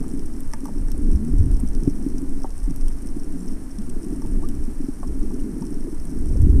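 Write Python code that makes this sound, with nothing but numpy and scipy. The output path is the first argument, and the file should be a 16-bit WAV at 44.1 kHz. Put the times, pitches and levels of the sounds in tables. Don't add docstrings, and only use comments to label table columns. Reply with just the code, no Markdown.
import sys
import numpy as np
from scipy import signal
from scipy.fft import rfft, irfft
from scipy.io import wavfile
from scipy.ndimage import uniform_filter1d

SR = 44100
rng = np.random.default_rng(int(sys.argv[2]) if len(sys.argv) > 2 else 0)


def master_out(mix):
    frames = np.transpose(np.atleast_2d(mix))
    ceiling = np.clip(frames, -1, 1)
    pcm = np.round(ceiling * 32767).astype(np.int16)
    wavfile.write(sys.argv[1], SR, pcm)


N = 291060

# pitch_hz, width_hz, level_db
CASE_MIDDLE_MODES = [(700, 230, -0.5), (920, 70, 7.5), (1135, 84, 5.5), (1605, 260, 0.5), (1920, 110, -30)]
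# centre_hz, width_hz, level_db
CASE_HIGH_CLUSTERS = [(3040, 960, -13.5), (5600, 695, 6), (7850, 1000, -13), (8940, 1540, 8.5),
                      (10200, 2000, -4), (11870, 1550, -11)]


def from_db(db):
    return 10 ** (np.asarray(db) / 20)


def rms_one(x):
    return x / np.sqrt(np.mean(x ** 2) + 1e-20)


def in_time(curve):
    return np.interp(np.arange(N) / SR, *np.transpose(curve))


def butter(x, hz, kind, order=2):
    sos = signal.butter(order, min(hz, .45 * SR), kind, fs=SR, output="sos")
    return signal.sosfilt(sos, x)


def noise(spectrum):
    hz, db = np.transpose(spectrum)
    f = np.maximum(np.arange(N // 2 + 1) * SR / N, .5)
    low_skirt = 1 / (1 + (hz.min() / f / 2) ** 4)
    high_skirt = 1 / (1 + (f / hz.max() / 2) ** 4)
    shape = from_db(np.interp(np.log(f), np.log(hz), db))
    white = rfft(rng.standard_normal(N))
    return rms_one(irfft(white * low_skirt * high_skirt * shape, N))


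def evened(x, seconds):
    size = max(int(seconds * SR), 2)
    power = uniform_filter1d(uniform_filter1d(x ** 2, size), size)
    return x / np.sqrt(np.abs(power) + 1e-12)


def resonate(x, modes, extra_db=0):
    out = 0
    for (hz, width, db), extra in zip(modes, extra_db + np.zeros(len(modes))):
        r = np.exp(-np.pi * width / SR)
        poles = [1, -2 * r * np.cos(2 * np.pi * hz / SR), r * r]
        ring = signal.lfilter([1, 0, -1], poles, x + 1e-18)
        out = out + from_db(db + extra) * (1 - r * r) / 2 * ring
    return out


def high_ring(x, extra_db):
    out = 0
    for (hz, width, db), extra in zip(CASE_HIGH_CLUSTERS, extra_db):
        edges = np.clip([hz - width / 2, hz + width / 2], 100, .45 * SR)
        sos = signal.butter(2, edges, "band", fs=SR, output="sos")
        out = out + from_db(db + extra) * signal.sosfilt(sos, x + 1e-18)
    return out


def grains(per_s, spread_db, cap=4.9):
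    sizes = from_db(spread_db * np.minimum(rng.exponential(1, N), cap))
    signs = rng.choice([-1, 1], N)
    return sizes * signs * (rng.random(N) < per_s / SR)


def impact(scatter, t60):
    t = np.arange(SR // 6) / SR
    return (t == 0) + scatter * rng.standard_normal(len(t)) * from_db(-60 * t / t60)


def snap(crack_t60, tail_db, tail_t60):
    t = np.arange(SR // 16) / SR
    crack = from_db(-60 * t / crack_t60)
    tail = from_db(tail_db - 60 * t / tail_t60)
    return (crack + tail) * rng.standard_normal(len(t))


def add(out, s, sound, peak_db):
    i = max(round(s * SR), 0)
    out[i:i + len(sound)] += (from_db(peak_db) * sound / np.abs(sound).max())[:N - i]


def sea(slosh_db):
    # (relative, per Hz)
    wash_spectrum = [(260, -49), (450, -3.5), (540, -7), (1750, -16.5), (3150, -28), (3640, -31),
                     (4500, -27.5), (5850, -88), (9900, -120)]
    ticks = resonate(grains(per_s=120, spread_db=2.0), CASE_MIDDLE_MODES)
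    ticks = rms_one(butter(ticks, 3300, "low"))
    stir = from_db(0.022 * (slosh_db - np.mean(slosh_db)))
    return stir * (from_db(-53.5) * noise(wash_spectrum) + from_db(-65.5) * ticks)


def far_shrimp():
    # (relative, per Hz)
    fizz_spectrum = [(3000, -27.5), (4700, -8), (5500, -1), (6800, -5.5), (7600, -3.5), (8800, 4.5),
                     (10500, -2.5), (13000, -9), (15000, -17)]
    crackle = 0
    for _ in range(20):
        clicks = grains(per_s=6, spread_db=4.5, cap=2.6)
        one_snap = snap(crack_t60=0.0045, tail_db=-11, tail_t60=0.046)
        snaps = signal.fftconvolve(clicks, one_snap)[:N]
        colour_db = 7.0 * rng.uniform(-1, 1, len(CASE_HIGH_CLUSTERS))
        crackle = crackle + rms_one(high_ring(snaps, colour_db))
    return from_db(-57.5) * rms_one(crackle) + from_db(-55.5) * noise(fizz_spectrum)


def bubbles(slosh_db):
    per_s = 8
    mean_db, follows = -64.5, 0.66
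    pings = 0
    for hz in (604, 660, 710):
        pings = pings + resonate(grains(per_s, spread_db=6.5, cap=1.5), [(hz, 45, 0)])
    pings = rms_one(butter(pings, 940, "low", order=4))
    return from_db(mean_db + follows * (slosh_db - np.mean(slosh_db))) * pings


def gurgles():
    # start_s, length_s, start_hz, end_hz, peak_db
    air_pockets = [(1.018, 0.073, 223.6, 239, -28.5), (1.099, .25, 159, 245, -25.5),
                   (1.22, 0.17, 164.4, 144.4, -28.5), (1.622, 0.042, 279, 173, -25),
                   (2.685, 0.039, 185, 161, -26), (3.34, 0.13, 169.4, 182, -32),
                   (3.402, .012, 7140, 7600, -49), (3.782, 0.034, 215, 201, -24.5),
                   (4.421, 0.0193, 675, 970, -43), (4.43, 0.026, 1074, 1195, -41.5),
                   (5.393, 0.0075, 2750, 2920, -53), (5.87, .024, 480, 350, -29),
                   (6.05, 0.1, 157, 166, -33), (6.353, 0.011, 382, 530, -32.5)]
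    out = np.zeros(N)
    for s, length, start_hz, end_hz, db in air_pockets:
        age = np.linspace(0, 1, int(length * SR))
        hz = start_hz + (end_hz - start_hz) * np.sin(np.pi / 2 * age)
        swell = np.abs(np.sin(np.pi * age)) ** 0.46
        add(out, s, swell * np.sin(2 * np.pi * np.cumsum(hz) / SR), db)
    return out


def near_shrimp():
    # start_s, peak_db, middle_extra_db, top_extra_db
    nearest_snaps = [(0.1935, -35, 10, 2), (0.4055, -32, -9, 17), (.5355, -22.5, 3.5, 7),
                     (.6557, -31, 1, 15), (.8837, -34, 2, 6), (0.9168, -27.5, 6, 13), (1.3844, -32.5, 5, 6),
                     (1.6001, -29.5, -20, 10), (1.6754, -34, 5, 2), (2.1817, -33.5, 15, 12),
                     (2.434, -32, 12, 7), (2.505, -34.5, 10, 3), (2.5798, -31, -20, 3), (2.7075, -33, 7, 0),
                     (2.761, -29, 6, 21), (2.8107, -35, 13, 4), (3.4792, -36.5, 24, 6),
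                     (3.786, -30.5, 1, -4), (3.898, -29.5, -1, -5), (4.2188, -34, 0, 16),
                     (4.487, -30.5, 2, 6), (5.0727, -37, 3, 0), (5.6224, -36, 14, 2),
                     (6.0529, -33.5, -14, 4), (6.4174, -32.5, -14, 4)]
    strays_per_s, stray_db, stray_spread_db = 6.3, -38, 3.3
    stray_middle_db, stray_colour_db = -2.5, 7.5
    low_db, low_follows = 8, .45
    body_db = -23
    strays = []
    for s in rng.uniform(0, N / SR, int(strays_per_s * N / SR)):
        size, middle, top = rng.standard_normal(3)
        middle_db = stray_middle_db + stray_colour_db * middle
        strays.append((s, stray_db + stray_spread_db * size, middle_db, stray_colour_db * top))
    out = np.zeros(N)
    for s, db, middle_db, top_db in list(nearest_snaps) + strays:
        colour_db = [low_db + low_follows * middle_db, middle_db, middle_db / 2 - 3, 0, 0, top_db]
        crack = snap(crack_t60=.007, tail_db=-20, tail_t60=.05)
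        body = resonate(crack, CASE_MIDDLE_MODES, body_db)
        add(out, s, high_ring(crack, colour_db) + body, db)
    return out


def knocks():
    # start_s, peak_db, ring_pitch_hz, brightness_db
    small_knocks = [(.041, -37, 860, -2), (0.535, -24, 887, 1), (0.655, -30, 844, -4),
                    (.684, -32.5, 800, -22), (0.886, -39, 890, 1), (1.593, -40, 750, -13),
                    (2.444, -22.5, 760, -16), (4.22, -36, 910, -2), (4.247, -36.5, 840, -18),
                    (5.03, -28.5, 1070, -15), (5.307, -38, 880, -11), (5.622, -35, 920, -11)]
    top_hz, dulling = 1980, 0.51
    hollow_db = -4.5
    out = np.zeros(N)
    for s, db, hz, bright_db in small_knocks:
        upper_db = np.array([0, 0, 0, 1, 1]) * bright_db
        rattle = resonate(impact(scatter=0.078, t60=0.046), CASE_MIDDLE_MODES, upper_db)
        rattle = butter(rattle, top_hz * from_db(dulling * bright_db), "low", order=4)
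        hollow = resonate(impact(scatter=0.019, t60=0.047), [(hz, 46, 0)])
        hollow = butter(hollow, 1300, "low", order=4)
        ring = rms_one(rattle) + from_db(hollow_db) * rms_one(hollow)
        add(out, s, butter(ring, 570, "high", order=4), db)
    return out


def bumps():
    # start_s, peak_db, ring_pitch_hz, upper_mode_db
    soft_bumps = [(.632, -23, 268, -10), (.772, -20, 270, -1), (1.332, -14.5, 281, -29),
                  (1.463, -21, 286, -12), (1.632, -18, 248, -25), (1.874, -5.5, 280, -5),
                  (2.062, -15, 280, -9), (2.143, -18.5, 280, -17), (2.224, -18, 286, -17),
                  (2.444, -23, 297, 6), (2.675, -21.5, 279, -20), (2.705, -21, 270, -27),
                  (3.164, -18, 278, -13), (4.124, -15.5, 299, -1), (4.677, -20.5, 231, -11),
                  (4.801, -17, 271, -23), (4.839, -19, 259, -19), (4.884, -15, 274, -6),
                  (5.233, -18, 280, -15), (5.533, -19, 208, -17), (5.616, -15, 225, -14),
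                  (5.873, -24, 348, 0), (5.925, -21, 302, -25), (6.467, -9.5, 165, -18),
                  (6.489, -19, 274, -24)]
    thud_db, thud_growth = 1.5, 1
    out = np.zeros(N)
    for s, db, hz, upper_db in soft_bumps:
        modes = [(110, 110, thud_db + thud_growth * db), (hz, 46, 0), (380, 90, upper_db)]
        ring = resonate(impact(scatter=0.0019, t60=0.041), modes)
        add(out, s, butter(ring, 336, "low", order=8), db)
    return out


def slosh(slosh_db):
    # pitch_hz, width_hz, level_db
    wall_modes = [(215, 92, 7.5), (263.3, 46, 11.5), (404, 32, -3)]
    boom = resonate(grains(per_s=700, spread_db=2.0), wall_modes)
    boom = butter(boom, 398.4, "low", order=8)
    boom = butter(boom, 87, "high")
    return from_db(slosh_db) * evened(boom, seconds=0.3)


def surges():
    # centre_s, peak_db, rocking_rate_hz
    water_shoves = [(0.839, -12, 23.3), (1.068, -8.5, 24.5), (1.156, -10.5, 61), (1.361, -11.5, 36),
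                    (1.411, -9, 79), (1.52, -9, 32.4), (1.789, -13.5, 23.4), (2.351, -15, 11.5),
                    (2.65, -15.5, 32), (2.85, -12, 21.3), (2.95, -27.5, 57), (3.23, -22, 18.8),
                    (4.349, -13, 24.5), (4.599, -20, 56), (4.659, -10.5, 16), (5.11, -20.5, 48),
                    (5.219, -18, 24.5), (6.435, -9.5, 86), (6.495, -11, 72), (6.545, -12.5, 70)]
    half_length = 1.24
    out = np.zeros(N)
    for s, db, hz in water_shoves:
        phase = rng.uniform(0, 2 * np.pi)
        cycles = (np.arange(N) / SR - s) * hz
        envelope = np.exp(-np.minimum((cycles / half_length) ** 2, 20))
        out += from_db(db) * envelope * np.sin(2 * np.pi * cycles + phase)
    return out


def rumble(current_db):
    # (relative, per Hz)
    swell_spectrum = [(5, -18.5), (11, 2), (19, -5.5), (30, -15), (42, -24), (60, -26.5), (100, -49)]
    eddy_spectrum = [(25, 4.5), (45, 5), (76, -3), (100, -7.5), (125, -9), (230, -24.5), (400, -44),
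                     (700, -62)]
    swell_db, swell_follows = -21.5, 0.33
    eddy_db = 1
    shed_db, shed_growth = -16.5, 1.8
    swell_level_db = swell_db + swell_follows * (current_db - np.mean(current_db))
    swell = from_db(swell_level_db) * evened(noise(swell_spectrum), seconds=0.39)
    eddies = from_db(current_db + eddy_db) * evened(noise(eddy_spectrum), seconds=0.048)
    shed = resonate(rng.standard_normal(N), [(63, 36, 0)])
    shed = butter(shed, 113.4, "low", order=4)
    shed_level_db = shed_db + shed_growth * (current_db - np.max(current_db))
    flutter = from_db(shed_level_db) * evened(shed, seconds=0.027)
    return swell + eddies + flutter


def scene():
    # time_s, level_db
    current_curve = [(0, -34.5), (.5, -33.5), (.67, -45), (.82, -31.5), (1.08, -28), (1.27, -32),
                     (1.4, -20), (1.75, -30), (2.4, -36.5), (2.95, -34.5), (3.3, -38), (3.75, -40),
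                     (4.35, -31), (4.9, -37.5), (5.2, -31), (5.6, -40), (6.1, -36), (6.33, -21.5),
                     (6.44, -15.5), (6.55, -17)]
    # time_s, level_db
    slosh_curve = [(0, -29), (.25, -32.5), (.42, -36.5), (.51, -43), (.68, -32), (.87, -36), (1.05, -28.5),
                   (1.35, -32.5), (1.53, -31.5), (1.68, -40), (1.8, -29.5), (2.0, -32), (2.38, -32),
                   (2.5, -44.5), (2.6, -44), (2.72, -42), (2.8, -38), (2.95, -38), (3.25, -34),
                   (3.55, -33.5), (3.72, -40.5), (4.0, -32), (4.45, -30.5), (4.75, -39), (4.97, -40.5),
                   (5.08, -32), (5.68, -29), (6.02, -40.5), (6.15, -30.5), (6.35, -31.5), (6.55, -25.5)]
    slosh_db = in_time(slosh_curve)
    background = sea(slosh_db) + far_shrimp() + bubbles(slosh_db) + gurgles()
    contacts = near_shrimp() + knocks() + bumps()
    water = slosh(slosh_db) + surges() + rumble(in_time(current_curve))
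    return (background + contacts + water)[None]


def record(dry):
    cutoff_hz = 14900
    rounded = dry / (1 + (dry / .85) ** 6) ** (1 / 6)
    sos = signal.ellip(10, .1, 90, cutoff_hz, fs=SR, output="sos")
    return signal.sosfilt(sos, rounded)


dry = scene()
out = record(dry)
master_out(out)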